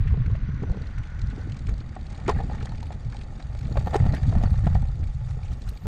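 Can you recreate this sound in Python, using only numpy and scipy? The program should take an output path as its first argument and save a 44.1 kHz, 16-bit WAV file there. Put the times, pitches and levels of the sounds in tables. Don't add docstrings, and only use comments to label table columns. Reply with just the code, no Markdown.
import sys
import numpy as np
from scipy import signal
from scipy.fft import irfft
from scipy.io import wavfile
from scipy.ndimage import uniform_filter1d

SR = 44100
rng = np.random.default_rng(int(sys.argv[2]) if len(sys.argv) > 2 else 0)


def waveform_to_disk(signal):
    frames = np.transpose(np.atleast_2d(signal))
    scaled = np.clip(frames, -1, 1) * 32767
    samples = np.round(scaled).astype(np.int16)
    wavfile.write(sys.argv[1], SR, samples)


def magnitude_from_level(level_db):
    exponent = np.asarray(level_db, float) / 20
    return 10 ** exponent


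N = 258858

# [t/s, buffeting level/dB]
WIND_LEVEL = [(0, -18.5), (.6, -27.5), (1.06, -34), (1.5, -30), (1.95, -34.5), (2.4, -27.5), (3.0, -33.5),
              (3.43, -34.5), (3.6, -28.5), (3.95, -26), (4.1, -25), (4.2, -21.5), (4.33, -17), (4.6, -21.5),
              (4.75, -17.5), (4.95, -27.5), (5.36, -28), (5.87, -38.5)]
# [t/s, level change/dB, half length/s]
PUFFS = [(0.709, 13.5, 0.015), (0.742, -14, 0.018), (0.987, 12, 0.022), (1.24, 7, 0.075),
         (1.38, -3.5, 0.031), (1.724, 12, 0.048), (2.182, -7.5, 0.035), (2.359, 10, 0.024),
         (3.078, 6, 0.033), (3.785, 11, 0.012), (3.833, -0.5, 0.017), (4.048, 8.5, 0.067),
         (4.19, -9, 0.032), (4.643, 5, 0.0068), (5.022, 3.5, 0.047), (5.15, -2, 0.034), (5.524, 8.5, 0.018),
         (5.693, 8.5, 0.034), (5.809, -7.5, .04), (5.87, 13, 0.064)]
# [peak t/s, level/dB, rise/s, fall/s]
EDDIES = [(0, -37.5, .03, 0.078), (.15, -36, 0.08, 0.66), (0.732, -29, 0.074, 0.064),
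          (1.419, -36, 0.21, 0.34), (1.711, -42.5, 0.042, 0.41), (2.299, -24, 0.022, 0.032),
          (2.45, -32, 0.24, 0.3), (3.43, -40.5, 0.67, 0.02), (3.728, -28.5, 0.065, 0.012),
          (3.949, -33, 0.2, 0.064), (4.141, -26.5, 0.035, 0.052), (4.35, -25, 0.044, 0.048),
          (4.669, -42.5, 0.015, .05), (5.029, -31, 0.066, 0.029), (5.52, -38, 0.082, 0.32),
          (5.868, -25.5, 0.008, 0.044)]
# [f/Hz, level/dB per Hz]
BUFFET_SPECTRUM = [(8.8, -35), (15, 3), (48, 7), (73, 5), (129, 0.5), (260, -42), (340, -50), (570, -120)]
FLUTTER_SPECTRUM = [(90, -30), (150, 0), (200, -4), (270, -14.5), (400, -20), (700, -24.5), (1200, -52)]
SURGE_SPECTRUM = [(110, -31), (160, 7), (210, -12), (270, -16), (350, -48.5)]


def wind():
    t = np.arange(N) / SR
    level_db = column(WIND_LEVEL, index=1) + swells_db(PUFFS)
    eddies = sum(magnitude_from_level(db) * np.exp(-abs(t - s) / np.where(t < s, rise_s, fall_s))
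                 for s, db, rise_s, fall_s in EDDIES)
    eddies = eddies + magnitude_from_level(level_db - 45.5)

    buffet = steadied(noise(BUFFET_SPECTRUM, size=2048, patchy_db=1.5, flicker_db=1.8), span_s=0.09)
    flutter = steadied(noise(FLUTTER_SPECTRUM, size=512, patchy_db=2.8, flicker_db=2.8), span_s=0.09)
    surge = steadied(noise(SURGE_SPECTRUM, size=1024, patchy_db=6.0, flicker_db=11.0), span_s=0.069)
    surge_db = -34 + 1.92 * (level_db + 18.0)

    lumps = uniform_filter1d(rng.standard_normal(N), size=600)
    lumps = evened(uniform_filter1d(lumps, size=600))
    layers = magnitude_from_level(level_db) * buffet + magnitude_from_level(surge_db) * surge + magnitude_from_level(-7.0) * eddies * flutter
    return magnitude_from_level(1.1 * lumps + 0.1) * layers


# [t/s, peak level/dB, f/Hz]
JOLTS = [(0.054, -23, 151), (0.093, -30, 151), (0.138, -31, 151), (0.171, -19.5, 161), (0.273, -25, 151),
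         (0.425, -26, 188), (0.488, -20, 165), (0.54, -21.5, 154), (0.62, -18.5, 158), (0.63, -22.5, 298),
         (1.331, -28, 221), (1.378, -25.5, 294), (1.47, -24.5, 300), (1.685, -28, 210), (1.964, -29.5, 170),
         (2.289, -13, 439), (2.362, -26, 151), (2.458, -37, 250), (3.068, -45, 147.7), (3.657, -27, 190),
         (3.767, -33, 156), (3.865, -17, 162), (3.953, -18, 400), (4.005, -16, 147), (4.06, -15, 169),
         (4.127, -16.5, 180), (4.264, -18, 167), (4.367, -16, 176), (4.436, -13, 190), (4.664, -9, 161),
         (4.751, -18, 169), (5.005, -29, 181), (5.538, -49, 172)]


def jolts():
    out, t = np.zeros(N), np.arange(2500) / SR
    cycles = 1.2
    for s, db, hz in JOLTS:
        u = t * hz / cycles
        swing = u * np.exp(-2 * u) * np.sin(2 * np.pi * hz * t)
        add(out, s, magnitude_from_level(db - 5) * rng.choice([-1, 1]) * peaked(swing))
    return out


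# [t/s, blow level/dB, metal relative level/dB, ring f/Hz]
KNOCKS = [(0.35, -40, -41, 637), (1.965, -34.5, -35, 748), (2.297, -17.5, -30, 1023),
          (2.389, -36.5, -17, 780), (2.403, -31, -20, 794), (2.498, -36.5, -45, 860),
          (2.514, -38, -30, 824), (2.549, -39.5, 9, 865), (2.656, -40, 17.5, 780), (2.72, -40.5, 6, 900),
          (2.828, -40, 8, 906), (2.906, -36, -23, 740), (2.92, -42, -30, 820), (3.148, -40.5, -29, 810),
          (3.401, -44.5, -23, 740), (3.55, -41, -32, 595), (3.757, -33, -41, 724), (3.771, -25, -11.5, 578),
          (3.872, -25, -30, 740), (3.933, -28.5, -14, 680), (3.944, -20, -25, 803), (4.05, -39, -30, 850),
          (4.063, -29, -34, 730), (4.136, -30.5, -30, 672), (4.185, -49, -28, 835), (4.325, -33, -34, 666),
          (4.353, -33.5, -4, 696), (4.413, -36, -4, 680), (4.436, -27.5, 3, 743), (4.446, -37.5, -4, 755),
          (4.531, -46, 1, 704), (4.669, -25, -7, 700), (4.753, -28.5, -22, 743), (4.826, -43, -25, 816),
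          (4.853, -43, -25, 770), (4.89, -46, -25, 770), (5.308, -53, 16, 890)]
# [t/s, blow level/dB, metal relative level/dB]
THUMPS = [(0.06, -42, -27), (0.14, -33, -25), (.172, -37.5, -24), (0.243, -45, -13), (0.277, -38.5, -27),
          (0.298, -38, -24), (.49, -41.5, -22), (0.744, -36, -16), (.77, -35.5, -19), (0.621, -36, -25),
          (.634, -29.5, -42), (0.697, -34.5, -3), (0.813, -41, -28), (1.332, -43, -28), (1.383, -40, -30),
          (1.47, -40, -28), (1.69, -36, -29), (1.967, -39.5, -38), (2.282, -19, -24), (2.285, -20.5, -30),
          (2.29, -17.5, -12), (2.302, -23.5, -9), (2.627, -34, 5), (3.716, -36.5, -17), (3.956, -17, -6),
          (3.959, -19, -30), (4.148, -39.5, 16.5), (4.763, -46.5, 11), (5.37, -40, -7), (5.72, -43.5, -28),
          (5.856, -32.5, -30)]
# [f/Hz, level/dB per Hz]
CRACK_SPECTRUM = [(150, -7), (400, -2), (800, -2.5), (1300, -7), (2000, -16.5), (3000, -20), (9000, -43.5)]
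# [f/Hz, level/dB, T60/s]
FRAME_MODES = [(439, -31, 0.008), (581, 9.5, 0.018), (659, -9.5, 0.16), (780, 12.5, 0.023), (842, 2, 0.095),
               (1174, 7.5, 0.013), (1280, -15, 0.1), (1360, -0.5, 0.016), (1806, 3, 0.037),
               (2380, -6.5, 0.013)]
# [f/Hz, level/dB, T60/s]
METAL_MODES = [(2280, 5, 0.011), (3720, 7, 0.014), (4494, 3, 0.03), (5830, -22, 0.023), (5480, -7.5, 0.014),
               (6750, 1, 0.022), (8400, -4.5, 0.018)]


def knocks():
    out, t = np.zeros(N), np.arange(5000) / SR
    f, value = np.transpose(CRACK_SPECTRUM)
    crack = irfft(magnitude_from_level(np.interp(np.fft.rfftfreq(2000, 1 / SR), f, value)))
    crack = np.roll(crack, 1000) * np.hanning(2000)
    crack = np.append(crack[900:], np.zeros(3900))

    hardest_db = max(row[1] for row in THUMPS)
    mount_hz = 439
    blows = [(*row, 1) for row in KNOCKS]
    blows += [(*row, mount_hz, magnitude_from_level(.5 * (row[1] - hardest_db))) for row in THUMPS]

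    grit_band = signal.butter(2, [1500, 6500], "band", fs=SR)
    for s, db, metal_db, hz, reach in blows:
        thud = np.minimum(t / .002, 1) * magnitude_from_level(-60 * t / .035) * np.sin(2 * np.pi * hz * t)
        dull_crack = signal.lfilter(*signal.butter(1, 3 * hz, fs=SR), crack)
        contacts = clatter(dull_crack, length_s=0.0044)
        frame = ring(FRAME_MODES, detune=.015, uneven_db=2)
        body = 0.68 * thud + np.sqrt(reach) * 0.47 * contacts + reach * 0.62 * frame

        grit = signal.lfilter(*grit_band, rng.standard_normal(5000))
        clash = grit * magnitude_from_level(-60 * t / .025) / 2 + .2 * ring(METAL_MODES, detune=.008, uneven_db=2)
        add(out, s - .0005, magnitude_from_level(db + 8.0) * body)
        add(out, s, magnitude_from_level(db + metal_db - 5.5) * clash)
    return out


def clatter(sound, length_s):
    contacts = rng.standard_normal(1500) * np.exp(-np.arange(1500) / SR / length_s)
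    return peaked(signal.fftconvolve(sound, contacts)[:len(sound)])


# [first t/s, last t/s, ticks, level/dB]
RUNS = [(0.718, 0.871, 4, -36), (0.984, 1.073, 2, -36), (1.193, 1.217, 2, -32), (1.271, 1.301, 2, -36.5),
        (1.362, 1.414, 2, -39), (1.498, 1.592, 5, -35), (1.67, 1.6933, 2, -31.5), (1.78, 1.805, 2, -37.5),
        (1.954, 2.067, 3, -35.5), (2.103, 2.202, 5, -36), (2.343, 2.376, 2, -49), (2.509, 2.65, 7, -37.5),
        (2.756, 2.83, 4, -35), (2.868, 2.927, 2, -35), (3.101, 3.235, 7, -35.5), (3.402, 3.4255, 2, -35.5),
        (3.53, 3.671, 8, -36.5), (3.725, 3.8, 2, -35.5), (4.124, 4.14, 2, -29.5), (4.273, 4.292, 2, -33.5),
        (4.338, 4.428, 3, -33.5), (4.505, 4.556, 2, -37.5), (4.593, 4.641, 2, -39.5),
        (4.821, 4.887, 3, -37), (5.04, 5.072, 2, -40.5), (5.432, 5.534, 3, -35.5), (5.62, 5.69, 2, -34)]
# [t/s, level/dB]
SNAPS = [(0.0743, -52), (0.173, -40), (0.263, -38), (0.315, -42), (0.628, -41), (1.74, -38), (1.892, -38),
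         (2.2798, -24.5), (2.2947, -17.5), (2.693, -36), (3.049, -41), (3.282, -46), (3.86, -39),
         (3.9447, -25), (3.963, -21), (4.2317, -33), (4.658, -33), (4.748, -32.5), (4.9563, -44),
         (5.774, -34.5)]


def ticks():
    runs = [(s, db) for first, last, count, db in RUNS for s in np.linspace(first, last, round(count))]
    s, db = np.transpose(runs + SNAPS)
    size, spring, off = rng.standard_normal((len(s), 3)).T
    hz = 2250 * (1 + 0.054 * off)
    hz = hz + 1900 * (rng.random(len(s)) < .4)
    twang_db = -29 - 16 * np.exp(-s / 1.8) + 6 * spring
    return zip(s, db + 2 * size, hz, twang_db)


def freewheel():
    out, t = np.zeros(N), np.arange(5000) / SR
    swell_s = .015
    burst = (t / .0026) ** 2 * np.exp(2 - 2 * t / .0026)
    for s, db, hz, twang_db in ticks():
        edge = signal.butter(3, [rng.uniform(560, 3000), rng.uniform(4400, 7200)], "band", fs=SR)
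        rub = signal.lfilter(*edge, rng.standard_normal(len(t)))
        scrape = peaked(rub * np.exp(-abs(t - swell_s) / .003))
        spot = np.sin(2 * np.pi * hz * t) * burst ** 2
        hub = ring(METAL_MODES, detune=.008, uneven_db=6) * np.minimum(t / 0.003, 1)
        twang = burst * np.sin(2 * np.pi * (rng.uniform(8300, 8700) - 6e4 * t) * t)
        add(out, s - .002, magnitude_from_level(db - 4.5) * (0.32 * spot + 0.73 * hub))
        add(out, s + 0.001004 - swell_s, magnitude_from_level(db - 11) * scrape)
        add(out, s - .003, magnitude_from_level(db + twang_db + 2) * twang)
    return out


# [t/s, peak level/dB, brightest f/Hz, length/s]
SCRAPES = [(0.072, -35, 1850, 0.0053), (0.098, -45, 1590, 0.0024), (0.259, -37, 1670, 0.0033),
           (0.349, -41.5, 1930, 0.0066), (0.979, -39, 1440, 0.0028), (1.036, -40.5, 2010, 0.0027),
           (1.3046, -43, 2330, 0.0057), (1.311, -40.5, 1490, 0.0021), (1.52, -39, 2270, 0.002),
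           (1.564, -47.5, 1220, 0.004), (1.667, -47, 2330, 0.0043), (1.682, -38.5, 1360, 0.01),
           (1.81, -45.5, 1340, 0.0045), (1.922, -44, 1280, 0.0085), (2.125, -46, 1320, 0.0053),
           (2.258, -34.5, 1480, 0.0085), (2.314, -33, 1480, 0.0034), (2.344, -43, 1800, 0.0034),
           (2.368, -37.5, 1370, 0.0051), (2.531, -43, 1210, 0.0027), (2.58, -42, 1720, 0.0045),
           (2.604, -37, 1620, 0.0078), (2.667, -37, 1440, 0.004), (2.747, -45, 1810, 0.003),
           (2.804, -44, 1910, 0.0025), (3.125, -39.5, 1270, 0.0047), (3.167, -41, 2190, 0.0015),
           (3.213, -41, 2300, 0.0031), (3.399, -44, 1450, 0.0031), (3.61, -43, 1810, 0.002),
           (3.654, -40, 2180, 0.0019), (4, -49, 2050, 0.0046), (4.0894, -48, 1950, 0.0053),
           (4.162, -33, 1820, 0.0043), (4.176, -44, 1890, 0.004), (4.233, -36, 1590, 0.0027),
           (4.264, -48, 1490, 0.0032), (4.373, -39, 1270, 0.012), (4.453, -37, 1200, 0.0034),
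           (4.508, -41, 1300, 0.0028), (4.59, -44, 1520, 0.0019), (4.648, -40.5, 1280, 0.005),
           (4.707, -41, 1300, 0.004), (4.728, -41, 1260, 0.0051), (5.028, -47.5, 1840, 0.003),
           (5.453, -45, 2350, 0.0054)]


def scrapes():
    out, t = np.zeros(N), np.arange(1500) / SR
    width = 1.39
    top = signal.butter(2, [2800, 7200], "band", fs=SR)
    for s, db, hz, length_s in SCRAPES:
        u = t / np.clip(length_s, .0015, .008)
        a, b, grit = rng.standard_normal((3, len(t)))
        rub = u * np.exp(1 - u) * (1.4 + abs(uniform_filter1d(grit, size=30)) * 4)
        band = signal.butter(2, [hz / width, hz * width], "band", fs=SR)
        low = peaked(signal.lfilter(*band, a * rub))
        bright = peaked(signal.lfilter(*top, b * rub))
        add(out, s - .001, magnitude_from_level(db) * (low + magnitude_from_level(-23) * bright))
    return out


# [t/s, level/dB, f/Hz, T60/s]
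RINGING = [(2.301, -55, 4400, 0.055), (2.344, -64, 4400, 0.039), (2.385, -69, 4270, 0.09),
           (2.510, -62, 4170, 0.052), (2.695, -65, 4400, 0.074), (2.385, -46, 1790, 0.047),
           (2.531, -50.5, 1730, 0.064), (2.769, -73, 1840, 0.13), (3.990, -50, 2080, 0.038),
           (4.084, -51, 1910, 0.076), (4.085, -58, 4520, 0.054), (4.137, -41, 1750, 0.08),
           (4.166, -59, 4750, 0.11), (4.454, -53.5, 4400, 0.045), (4.554, -48, 1870, 0.025),
           (4.645, -51, 1870, .05), (4.700, -61, 1860, 0.085), (5.029, -51, 1820, 0.03),
           (3.965, -68, 8200, .12)]


def ringing():
    out, t = np.zeros(N), np.arange(6000) / SR
    half_width_hz = 170
    for s, db, hz, t60 in RINGING:
        band = signal.butter(2, [hz - half_width_hz, hz + half_width_hz], "band", fs=SR)
        tone = evened(signal.lfilter(*band, rng.standard_normal(len(t))))
        decay = magnitude_from_level(db - 60 * np.maximum(t - t60 / 4, 0) / t60)
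        add(out, s, decay * np.minimum(t / 0.0035, 1) * tone)
    return out


# [t/s, level/dB, lasting ring relative level/dB]
PINGS = [(2.2822, -58, -21), (2.296, -56, -21), (2.3494, -65, -9), (2.3835, -67, -9), (2.6554, -66, -8),
         (2.83, -65, -17), (2.8685, -63, -19), (3.5434, -68, -28), (3.5872, -67, -15), (3.6257, -68, -16),
         (3.9439, -54, -22), (3.9609, -55, -20), (4.0357, -67, -12), (4.0941, -61, -12), (4.136, -63, -12),
         (4.1438, -55, -5), (4.349, -67, -10), (4.4264, -59, -16), (4.5082, -59, -10), (4.6394, -62, -17),
         (5.5293, -64, -35), (5.691, -50.5, -39)]


def pings():
    out = np.zeros(N)
    band = signal.butter(4, [8600, 12300], "band", fs=SR, output="sos")
    for s, db, ring_db in PINGS:
        add(out, s, magnitude_from_level(db + 2) * clink(band, 0.033, ring_db, hz=11000, ring_t60_s=0.073, length=3000))
    return out


# [t/s, level/dB]
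JINGLE_LEVELS = [
    [(3.45, -105), (3.542, -105), (3.722, -83), (3.952, -78), (4.35, -97)],
    [(5.35, -103), (5.76, -77), (5.87, -70)],
]
# [t/s, level/dB, lasting ring relative level/dB]
CLINKS = [(3.548, -78, -33), (3.5902, -66, -22), (3.63, -72, -15), (3.6985, -73, -21), (3.7479, -76, -15),
          (3.7727, -62, -16), (3.7814, -61, -7), (3.842, -72, -19), (3.8574, -65, -16), (3.87, -54, -20),
          (3.8926, -65, -15), (3.9449, -64, -15), (3.96, -61, -15), (4.0417, -70, -22), (4.0552, -64, -21),
          (4.138, -59, -26), (4.147, -76, -10), (4.173, -64, -34), (5.5303, -75, -21), (5.587, -68, -25),
          (5.689, -52, -35), (5.719, -76, 0), (5.773, -71, -15)]


def jingle():
    t = np.arange(N) / SR
    spectrum = [(11000, -17), (12400, 0), (13600, -1), (15500, -11.5)]  # f/Hz, level/dB per Hz
    fizz = noise(spectrum, size=256, patchy_db=3, flicker_db=3.5)
    out = fizz * sum(magnitude_from_level(np.interp(t, *np.transpose(rows), left=-130, right=-130)) for rows in JINGLE_LEVELS)
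    band = signal.butter(6, [11800, 14600], "band", fs=SR, output="sos")
    for s, db, ring_db in CLINKS:
        add(out, s, magnitude_from_level(db + 2) * clink(band, .02, ring_db, hz=14100, ring_t60_s=.12, length=4000))
    return out


def clink(band, snap_t60_s, ring_db, hz, ring_t60_s, length):
    u = np.arange(length) / SR
    onset = np.minimum(u / .003, 1)
    snap = peaked(signal.sosfilt(band, rng.standard_normal(length) * magnitude_from_level(-60 * u / snap_t60_s) * onset))
    return snap + magnitude_from_level(ring_db - 60 * u / ring_t60_s) * np.sin(2 * np.pi * hz * u) * onset


# [t/s, frame shaking level/dB]
ROUGHNESS = [(0.0, -77), (0.57, -70), (0.91, -54), (1.13, -55), (1.39, -52), (1.68, -55), (1.99, -55),
             (2.27, -43.5), (2.48, -50), (2.93, -52.5), (3.5, -50.5), (3.78, -47), (3.96, -37), (4.1, -41),
             (4.69, -45), (4.89, -54.5), (5.15, -50.5), (5.87, -51)]
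# [t/s, hiss rise/dB, half length/s]
TUFTS = [
    (5.3, 9.5, .025),
    (5.455, 9, 0.012),
    (5.528, 9.5, 0.024),
    (5.686, 12, 0.023),
]
# [f/Hz, level/dB per Hz]
HUM_SPECTRUM = [(500, -40), (1000, -2), (1490, -5), (2000, -4.5), (2700, -13.5), (4000, -17.5),
                (6500, -35.5), (8000, -54.5)]
HISS_SPECTRUM = [(1180, -6), (2000, -16.5), (3040, -17.5), (4810, -25), (5540, -20.5), (6840, -23.5),
                 (9000, -25.5), (11500, -15.5)]


def rolling():
    t, shake_db = np.arange(N) / SR, column(ROUGHNESS, index=1)
    extra_db = shake_db + 50

    rattle = grains(FRAME_MODES, per_s=260, spread_db=2.4, detune=.03, count=8)
    chatter = grains(METAL_MODES, per_s=330, spread_db=4.5, detune=.05, count=10)
    drone = signal.oaconvolve(rng.standard_normal(N), ring(FRAME_MODES, detune=0, uneven_db=2))[:N]
    frame = magnitude_from_level(shake_db) * (magnitude_from_level(-5.5) * rattle + magnitude_from_level(-14.0) * evened(drone))
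    frame = frame + aftershake() * (rattle + 0.16 * chatter)

    hum_level = magnitude_from_level(-46 - 6 * t) + magnitude_from_level(-60 + 0.44 * extra_db)
    hum = magnitude_from_level(-6.0) * hum_level * noise(HUM_SPECTRUM, size=256, patchy_db=2.2, flicker_db=1.8)

    hiss_db = -65 + .5 * extra_db + .6 * t + swells_db(TUFTS)
    grass = magnitude_from_level(hiss_db) * noise(HISS_SPECTRUM, size=256, patchy_db=3.2, flicker_db=2)
    return frame + hum + grass + magnitude_from_level(-65.5 + 0.55 * extra_db) * chatter


def aftershake():
    t, t60_s = np.arange(N) / SR, 0.2
    return sum(magnitude_from_level(db - 18.5 - 60 * np.maximum(t - s, 0) / t60_s) * (t > s) for s, db, *_ in KNOCKS)


# [t/s, level/dB]
WHINE_LEVEL = [
    (0, -70),
    (.5, -57),
    (1.42, -55.5),
    (1.6, -78),
    (5.87, -85.5),
]


def whine():
    band = [(1200, -19), (1400, -4.5), (1480, 3.5), (1580, -10), (1950, -8), (2400, -28),
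            (5600, -32.5), (5920, -16.5), (6250, -45.5)]
    return magnitude_from_level(column(WHINE_LEVEL, index=1)) * noise(band, size=1024, patchy_db=2, flicker_db=1)


IDLE_MODES = [1330, 2440, 3700, 4400, 4910, 6600]


def idling():
    out = np.zeros(N)
    s = np.arange(0, N / SR, 1 / 43)
    at = np.minimum(((s + .014 * rng.random(len(s))) * SR).astype(int), N - 1)
    whole = rng.random(len(s)) + .03
    u = np.arange(1200) / SR / .003
    for hz in IDLE_MODES:
        train = np.zeros(N)
        train[at] = magnitude_from_level(-2.4 * np.log(whole * (rng.random(len(s)) + .03)))
        puffs = signal.oaconvolve(train, u * np.exp(1 - u))[:N] * rng.standard_normal(N)
        out += signal.lfilter(*signal.butter(2, [hz - 350, hz + 350], "band", fs=SR), puffs)
    return magnitude_from_level(-63) * out


def ring(modes, detune, uneven_db):
    hz, db, t60 = np.transpose(modes)
    t = np.arange(min(5000, int(t60.max() * SR)))[:, None] / SR
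    off = rng.standard_normal((2, len(modes)))
    decay = magnitude_from_level(db + uneven_db * off[0] - 60 * t / t60)
    sound = decay * np.sin(2 * np.pi * hz * (1 + detune * off[1]) * t)
    return peaked(np.pad(sound.sum(1), (0, 5000 - len(t))))


def grains(modes, per_s, spread_db, detune, count):
    size = magnitude_from_level(spread_db * np.minimum(rng.exponential(1, N), 4)) * (rng.random(N) < per_s / SR)
    size *= rng.choice([-1, 1], N)
    which = rng.integers(0, count, N)
    out = np.zeros(N)
    for k in range(count):
        out += signal.oaconvolve(size * (which == k), ring(modes, detune, uneven_db=0.0))[:N]
    return evened(out)


def noise(shape, size, patchy_db, flicker_db):
    frames, hz = 4 * N // size + 5, np.fft.rfftfreq(size, 1 / SR)
    a, b, patches = rng.standard_normal((frames, len(hz), 3)).T
    patches = uniform_filter1d(patches, size=5, axis=0)
    patches = evened(uniform_filter1d(patches, size=6, axis=1))
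    flicker = evened(uniform_filter1d(rng.standard_normal(frames), size=3))
    f, value = np.transpose(shape)
    colour_db = np.interp(np.log(hz + 1), np.log(f + 1), value, left=-140, right=-140)[:, None]
    z = (a + 1j * b) * magnitude_from_level(colour_db + patchy_db * patches + flicker_db * flicker)
    return evened(signal.istft(z, nperseg=size, noverlap=3 * size // 4)[1][:N])


def steadied(x, span_s):
    return evened(x / np.sqrt(uniform_filter1d(x ** 2, int(span_s * SR)) + 0.11))


def swells_db(rows):
    t = np.arange(N) / SR
    return sum(db * np.exp(-((t - s) / half_s) ** 2) for s, db, half_s in rows)


def column(rows, index):
    rows = np.array(rows)
    return np.interp(np.arange(N) / SR, rows[:, 0], rows[:, index], left=rows[0, index])


def evened(x):
    return x / np.sqrt(np.mean(x ** 2) + 1e-20)


def peaked(x):
    return x / abs(x).max()


def add(mix, s, sound):
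    part = mix[max(round(s * SR), 0):][:len(sound)]
    part += sound[:len(part)]


def scene():
    housing = signal.butter(10, 8900, fs=SR, output="sos")
    limit = .6
    gusts = limit * np.tanh(wind() / limit)
    bike = jolts() + knocks() + freewheel() + scrapes() + ringing() + rolling() + whine() + idling()
    return (gusts + signal.sosfilt(housing, bike) + pings() + jingle())[None]


def roll_off(x):
    return signal.sosfilt(signal.butter(12, 15740, fs=SR, output="sos"), x)


def record(dry):
    heard = signal.lfilter(*signal.butter(1, 12, "high", fs=SR), dry)
    return roll_off(heard)


dry = scene()
out = record(dry)
waveform_to_disk(out)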